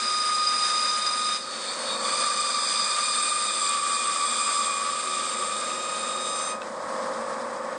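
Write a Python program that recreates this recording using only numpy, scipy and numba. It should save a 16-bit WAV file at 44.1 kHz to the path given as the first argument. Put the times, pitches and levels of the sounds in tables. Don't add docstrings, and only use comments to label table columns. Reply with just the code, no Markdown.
import sys
import numpy as np
from scipy import signal
from scipy.fft import rfft, irfft, next_fast_len
from scipy.io import wavfile
from scipy.ndimage import uniform_filter1d
from numba import njit

SR = 44100
rng = np.random.default_rng(int(sys.argv[2]) if len(sys.argv) > 2 else 0)


def transcribe(signal):
    frames = np.atleast_2d(signal).T
    limited = np.clip(frames, -1, 1)
    pcm = np.round(limited * 32767).astype(np.int16)
    wavfile.write(sys.argv[1], SR, pcm)


def volts(x):
    e = np.asarray(x, float) / 20
    return 10 ** e


N = 343083
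T = np.arange(N) / SR
JOIN_S, CUT_ENDS_S = 1.45, 6.585


def curves(table):
    s, *columns = np.transpose(table)
    return [np.interp(T, s, c) for c in columns]


def unit(x):
    return x / np.sqrt(np.mean(np.abs(x) ** 2))


def gain_at(hz, points):
    f, db = np.transpose(points)
    return volts(np.interp(np.log(hz + 1), np.log(f), db))


def noise(shape):
    size = next_fast_len(N)
    spectrum = rfft(rng.standard_normal(size))
    f = np.arange(size // 2 + 1) * SR / size
    return unit(irfft(spectrum * shape(f), size)[:N])


def walk(rate_hz):
    return noise(lambda f: f / (f + 0.16) / (1 + (f / rate_hz) ** 2))


@njit
def svf(x, hz, width):
    y, b, l = np.empty(len(x)), 0., 0.
    for i in range(len(x)):
        g, k = np.tan(np.pi * hz[i] / SR), width / hz[i]
        v = (b + g * (x[i] - l)) / (1 + g * (g + k))
        b, l, y[i] = 2 * v - b, l + 2 * g * v, k * v
    return y


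def band_noise(hz, width_hz, second_width_hz):
    once = svf(rng.standard_normal(N), hz, width_hz)
    return unit(svf(once, hz, second_width_hz))


def closing(end_s, length_s):
    return np.clip((end_s - T) / length_s, 0, 1)


# start_s, level_db
FEED_PRESSURE = [(0.0, -29.5), (0.15, -28.5), (0.85, -27), (1.1, -28), (1.46, -37.5), (1.7, -33.5),
                 (1.82, -35), (2.0, -33.5), (2.15, -28.5), (3.24, -28), (3.85, -29), (4.55, -29),
                 (4.92, -31), (5.6, -33), (6.09, -35), (6.3, -34.5), (6.42, -34.5), (6.54, -37)]


def feed_db():
    firm_db = -30
    return curves(FEED_PRESSURE)[0] - firm_db


def follow(law, first_extra_db=0, second_extra_db=0):
    first_db, second_db, share, per_s = law
    fade_out_s, fade_db_per_s, fade_in_s, midway_s = 1.358, -170, 0.15, 4
    feed = feed_db()
    held_feed = np.interp(np.minimum(T, 1.1), T, feed)
    dying_db = fade_db_per_s * np.clip(T - fade_out_s, 0, None)
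    first = volts(first_db + first_extra_db + held_feed + dying_db)
    second = volts(second_db + second_extra_db + share * feed + per_s * (T - midway_s))
    second = second * np.clip((T - fade_out_s) / fade_in_s, 0, 1)
    return 10 * np.log10(first ** 2 + second ** 2)


def swells(rows):
    return sum(db * np.exp(-((T - s) / length) ** 2) for s, length, db in rows)


# start_s (centre), length_s, level_db, partial
PARTIAL_SWELLS = [(1.25, 0.26, -7, 4), (.38, .15, 3, 1), (.8, .15, 3, 4), (1.15, .12, 5, 7), (1.55, .1, 5, 1),
                  (1.62, .12, 4, 3), (6.52, .04, 6, 2), (6.57, .07, -12, 3), (6.53, .04, 5, 4),
                  (1.4, .05, -8, 1), (1.92, 0.055, 17.5, 3), (1.98, .1, 9, 6), (1.95, 0.058, -11, 1),
                  (2.15, .12, 2.5, 7), (2.7, .2, 11.5, 4), (3.25, 0.13, 7.5, 7), (3.58, 0.071, 4, 7),
                  (3.6, 0.11, 4, 6), (4.0, 0.18, 5, 2), (4.1, 0.35, 5, 7), (4.5, 0.13, 3.5, 4),
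                  (4.5, 0.33, 4.5, 6), (5.75, 0.096, -6, 7), (5.9, 0.18, 6.5, 2), (6.3, 0.26, 2.5, 3),
                  (6.3, .3, 3, 4), (6.42, 0.19, 12, 5), (6.42, 0.16, 7, 7)]


def knots(partial):
    return swells(row[:3] for row in PARTIAL_SWELLS if round(row[3]) == partial)


# start_s, pitch_hz
TOOTH_RATE = [(0, 1233.4), (1.4, 1233), (1.46, 1248), (1.9, 1248.6), (2.1, 1245.6), (2.25, 1241),
              (2.5, 1239), (3.6, 1237.7), (4.5, 1238.7), (5.1, 1242.8), (5.6, 1243.3), (6.4, 1244.6),
              (6.62, 1246)]


def tooth_turn():
    return np.exp(2j * np.pi * np.cumsum(curves(TOOTH_RATE)[0]) / SR)


TOOTH_WAVER = [.095, .075]
# first_level_db, second_level_db, feed_share (dB per dB), advance (dB per s)
TOOTH_LAWS = [(-31, -37, 0.5, 2.2), (-42.5, -49, -0.8, 1.5), (-34.5, -46.5, 1.6, 2.9),
              (-46, -42.5, 0.3, 0.3), (-48, -56.5, -0.3, 2.5), (-51.5, -52.5, 0.2, 0.1),
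              (-48.5, -45, 1, 2.5)]


def teeth(turn):
    rough = np.where(T < JOIN_S, *TOOTH_WAVER)
    out = 0
    for k, law in zip((1, 3, 4, 7, 2, 5, 6), TOOTH_LAWS):
        db = follow(law) + knots(k)
        waver = 1 + rough * np.sqrt(k) * (walk(rate_hz=13.0) + 1j * walk(rate_hz=24))
        steady_power = np.sqrt(2 / (1 + 2 * k * rough ** 2))
        leaving = closing(CUT_ENDS_S + .08, .15) ** (.8 * k)
        out = out + leaving * volts(db - .6) * steady_power * np.real(waver * turn ** k)
    return out


# start_s, pitch_hz, level_db
CHATTER_PATH = [(0.0, 1166, -43.5), (1.2, 1178, -44.5), (1.45, 1200, -40.5), (1.68, 1110, -45),
                (1.95, 1121, -36), (2.25, 1195, -28.5), (2.68, 1170, -32), (3.0, 1191, -31),
                (3.52, 1203, -31), (3.66, 1157, -30), (4.58, 1160, -28.5), (4.76, 1130, -29),
                (5.0, 1172, -32.5), (5.4, 1155, -35), (5.55, 1186, -33.5), (5.85, 1215, -38),
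                (6.15, 1197, -37.5), (6.6, 1113, -41)]
# pitch_hz, level_db
BLADE_MODES = [(1095, -6), (1132, -7), (1160, 0), (1172, -2), (1196, 0), (1212, -3)]
# start_s (centre), length_s, level_db
OFFCUT_THRUMS = [
    (1.8, .2, 3),
    (2.2, .12, 4),
    (3.5, 0.092, 2),
    (4.15, 0.11, 7),
    (5.1, 0.11, 11.5),
    (5.38, .12, 17.5),
    (5.78, 0.14, 16.5),
    (6.25, .15, 7),
]


def chatter(turn):
    hz, db = curves(CHATTER_PATH)
    whole = 0
    for mode_hz, mode_db in BLADE_MODES:
        sway = 1 + .35 * (walk(rate_hz=8) + 1j * walk(rate_hz=8))
        near = volts(mode_db) / (1 + ((mode_hz - hz) / 18.3) ** 2)
        phase = 2 * np.pi * mode_hz * T + 1.17 * walk(rate_hz=2.7)
        whole = whole + near * sway * np.exp(1j * phase)
    whole = whole / np.sqrt(uniform_filter1d(np.abs(whole) ** 2, size=SR // 4) / 2)
    rustle = band_noise(hz, 91.0, 140.0)
    mirror = np.real(np.conj(whole) * turn ** 2)
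    blade = np.real(whole) + volts(-5.5) * rustle + volts(-16) * mirror
    out = volts(db - 1.5 - 3.6 * (T < 1.9)) * blade

    guide_db = db - 14.0 + .8 * feed_db()
    guide_hz = 2440 + 3.0 * walk(rate_hz=1.48)
    guide_sway = 1 + 0.55 * (walk(rate_hz=11) + 1j * walk(rate_hz=30))
    guide = np.real(guide_sway * np.exp(2j * np.pi * np.cumsum(guide_hz) / SR))
    out += volts(guide_db + 2.5) * guide

    block_db, block_hz = -62 + swells(OFFCUT_THRUMS), 372
    out += volts(block_db + 0.5) * noise(lambda f: 1 / (1 + ((f - block_hz) / 3.5) ** 2))
    return out * closing(CHATTER_PATH[-1][0], 0.083)


# law (0-3), pitch_hz, width_hz, drift (Hz per Hz of chatter),
# first_level_db, second_level_db
FIBRE_RINGS = [(0, 1005, 158, 1.5, -7.5, -11.5), (0, 2372, 151, 3, -15, -9), (0, 3565, 300, 3.5, -18, -2),
               (0, 3672, 118.5, -1, -0.5, -8), (0, 3920, 364, -5, -2, -14), (1, 4480, 297, -2.5, -4, 1),
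               (2, 4849, 152, 0, -11, 1), (2, 4912, 69, 0, -1, -10), (2, 5056, 343, -6, -6, -24),
               (2, 6103, 196, -0.5, -12, -10), (3.001, 7350, 280, -0.5, -7, -4.5),
               (3.001, 7930, 300, 3, -29, -8.5), (3, 8530, 446, 2.5, -11, 0.5),
               (3, 8715, 90, -0.5, -1, -8.5)]
# first_level_db, second_level_db, feed_share (dB per dB), advance (dB per s)
FIBRE_LAWS = [(-42, -39.5, 1.38, -0.8), (-47, -44.5, 0.44, -3.5), (-35, -44.5, 2.73, -3),
              (-47.5, -38.5, 1.44, 0.54)]


def tear():
    shift_hz = np.clip(curves(CHATTER_PATH)[0] - 1175, -35, 30) * (T > 2.05)
    stirred_db = [.3 * knots(partial) for partial in (3, 0, 4, 7)]
    out, bite = 0, 1.3 * walk(rate_hz=5)
    for c, hz, width_hz, drift, first_db, second_db in FIBRE_RINGS:
        ring = band_noise(hz + drift * shift_hz, 1. * width_hz, 1.48 * width_hz)
        db = follow(FIBRE_LAWS[int(c)], first_db, second_db) + stirred_db[int(c)]
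        out = out + volts(db + bite + 1.0 * walk(rate_hz=23)) * ring
    return out * closing(CUT_ENDS_S, 0.093)


# start_s, level_db (casing)
CASING_GAIN = [(0.0, -49), (0.04, -48), (1.49, -45.5), (1.9, -37.5), (2.21, -38.5), (2.27, -44.5),
               (3.83, -46.5), (5.03, -44), (5.13, -45), (5.18, -42), (6.76, -37.5), (6.96, -34),
               (7.34, -34.5), (7.37, -35.5), (7.76, -36), (7.78, -40)]
HISS_CENTRES = [1750, 2770, 5500, 9150]
# pitch_hz, level_db (per Hz)
HISS_COLOUR = [(180, -63), (300, -24), (528, -18), (1140, -16), (1220, -5), (1360, -10.5), (2920, -18),
               (3800, -18.5), (4260, -22), (5000, -18), (5610, -25.5), (8800, -19.5), (9600, -20),
               (12500, -56), (21100, -120)]
# first_level_db, second_level_db, feed_share (dB per dB), advance (dB per s)
HISS_LAWS = [(-42, -41.5, 0.49, -0.5), (-45.5, -46, 0.28, 0.71), (-44, -42, 0.51, 0.059),
             (-41.5, -42.5, 1.01, .1)]
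FREE_BLADE_HISS = [-44, -59.5, -50.5, -53.5]


def hiss():
    out, bite = 0, 1.0 * walk(rate_hz=6)
    cutting = closing(CUT_ENDS_S, .08)
    lift_db = curves(CASING_GAIN)[0] + 35
    thin_db = -4 * np.clip((T - 6.2) / .2, 0, 1)
    dust_db = -6 * np.clip(T - 7.15, 0, None)
    rows = zip(HISS_LAWS, FREE_BLADE_HISS, [1.5, 1.7, 3.15, 1.2])
    for k, (law, idle_db, wide_db) in enumerate(rows):
        cut = cutting * volts(follow(law) + thin_db)
        idle = volts(idle_db + 0.56 * lift_db + (k > 1) * dust_db)
        share = np.eye(4)[k]

        def shape(f):
            overlap = np.sqrt(np.interp(np.log(f + 1), np.log(HISS_CENTRES), share))
            return gain_at(f, HISS_COLOUR) * overlap * (f > 280)

        flicker = volts(wide_db + bite + 1.0 * walk(rate_hz=25))
        out = out + np.hypot(cut, idle) * flicker * noise(shape)
    return out


# pitch_hz, level_db
SHAFT_LINES = [(226.0, -56), (300.5, -58), (450.2, -55), (475.5, -46), (500.4, -44), (525.7, -38),
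               (550.2, -42), (575.1, -44), (600.9, -48), (625.1, -46), (798.2, -53), (824.0, -51),
               (874.4, -50), (900.7, -50), (924.0, -47), (998.8, -45), (1024.3, -46), (1074.0, -56),
               (1098.9, -40), (1123.8, -48), (1148.7, -45), (1175.2, -52), (1198.8, -53), (1248.7, -49),
               (1299.1, -49)]
# pitch_hz, level_db (per Hz)
AIR_RUSH = [(15, -72), (25, -61), (80, -32.5), (129, -32), (229, -7), (288, -16), (406, -12.5), (521, -6),
            (607, -1.5), (734, -7), (906, -6.5), (1280, -5), (1410, -12.5), (1870, -12.5), (2400, -43),
            (3120, -62.5), (5280, -120)]


def motor():
    casing_db = curves(CASING_GAIN)[0] + 0.67
    rumble_db = -47 + 0.57 * (casing_db + 40.5)
    deep_db = -66.5 + 0.28 * (casing_db + 41)
    unloaded_db = .6 * (casing_db + 34.5)
    lines = 0
    for hz, db in SHAFT_LINES:
        sway_db = 1.3 * walk(rate_hz=1.5)
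        line_db = db + 35.5 - 2.5 * (T < JOIN_S) + sway_db + (hz > 700) * unloaded_db
        lines = lines + volts(line_db) * np.sin(2 * np.pi * (hz * T + rng.random()))
    upper = noise(lambda f: gain_at(f, AIR_RUSH) / (1 + (400 / (f + 1)) ** 6))
    lower = noise(lambda f: gain_at(f, AIR_RUSH) / (1 + (f / 400) ** 6) / (1 + (160 / (f + 1)) ** 8))
    deep = noise(lambda f: gain_at(f, AIR_RUSH) / (1 + (f / 160) ** 8))
    whistle = noise(lambda f: 1 / (1 + ((f - 8050) / 350) ** 2))
    casing = volts(casing_db) * (lines + volts(-2.5) * upper + volts(-22) * whistle)
    return casing + volts(rumble_db - 1.7) * lower + volts(deep_db + 4.5) * deep


# start_s, level_db (peak), pitch_hz, t60_s
OFFCUT_DROPS = [
    (6.6185, -24.5, 1540, 0.053),
]


def ticks():
    out = np.zeros(N)
    crack_hz = np.full(N, 3000.)
    for s, db, hz, t60 in OFFCUT_DROPS:
        t = np.clip(T - s, 0, None)
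        fade = (T >= s) * np.exp(-np.log(1000) * t / t60)
        crack = svf(svf(fade ** 6.0 * rng.standard_normal(N), crack_hz, 2600.), crack_hz, 3200.)
        rings = 0.51 * np.sin(2 * np.pi * hz * t) + 0.34 * np.sin(2 * np.pi * 1.68 * hz * t)
        out += volts(db) * (fade * rings + 2.0 * crack)
    return out


def scene():
    turn = tooth_turn()
    return (teeth(turn) + chatter(turn) + tear() + hiss() + motor() + ticks())[None]


def top_cut(x):
    return signal.sosfilt(signal.butter(12, 10450, fs=SR, output="sos"), x)


# pitch_hz, width_hz
QUIET_BANDS = [(2720, 160), (2900, 180), (3050, 140), (6850, 200)]


def record(dry):
    top_hz = 9650
    size = next_fast_len(N)
    tone, f = rfft(dry, size), np.arange(size // 2 + 1) * SR / size
    out = irfft(tone * np.clip((top_hz + 30 - f) / 80, 0, 1) ** 3, size)[:, :N]
    loud = np.clip((curves(CHATTER_PATH)[1] + 40) / 10, .5, 1)
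    for hz, width_hz in QUIET_BANDS:
        gone = uniform_filter1d(1. * (walk(rate_hz=9) * loud > .8), size=600)
        band = irfft(tone * (np.abs(f - hz) < width_hz / 2), size)[:, :N]
        out = out - gone * band
    return top_cut(out)


dry = scene()
out = record(dry)
transcribe(out)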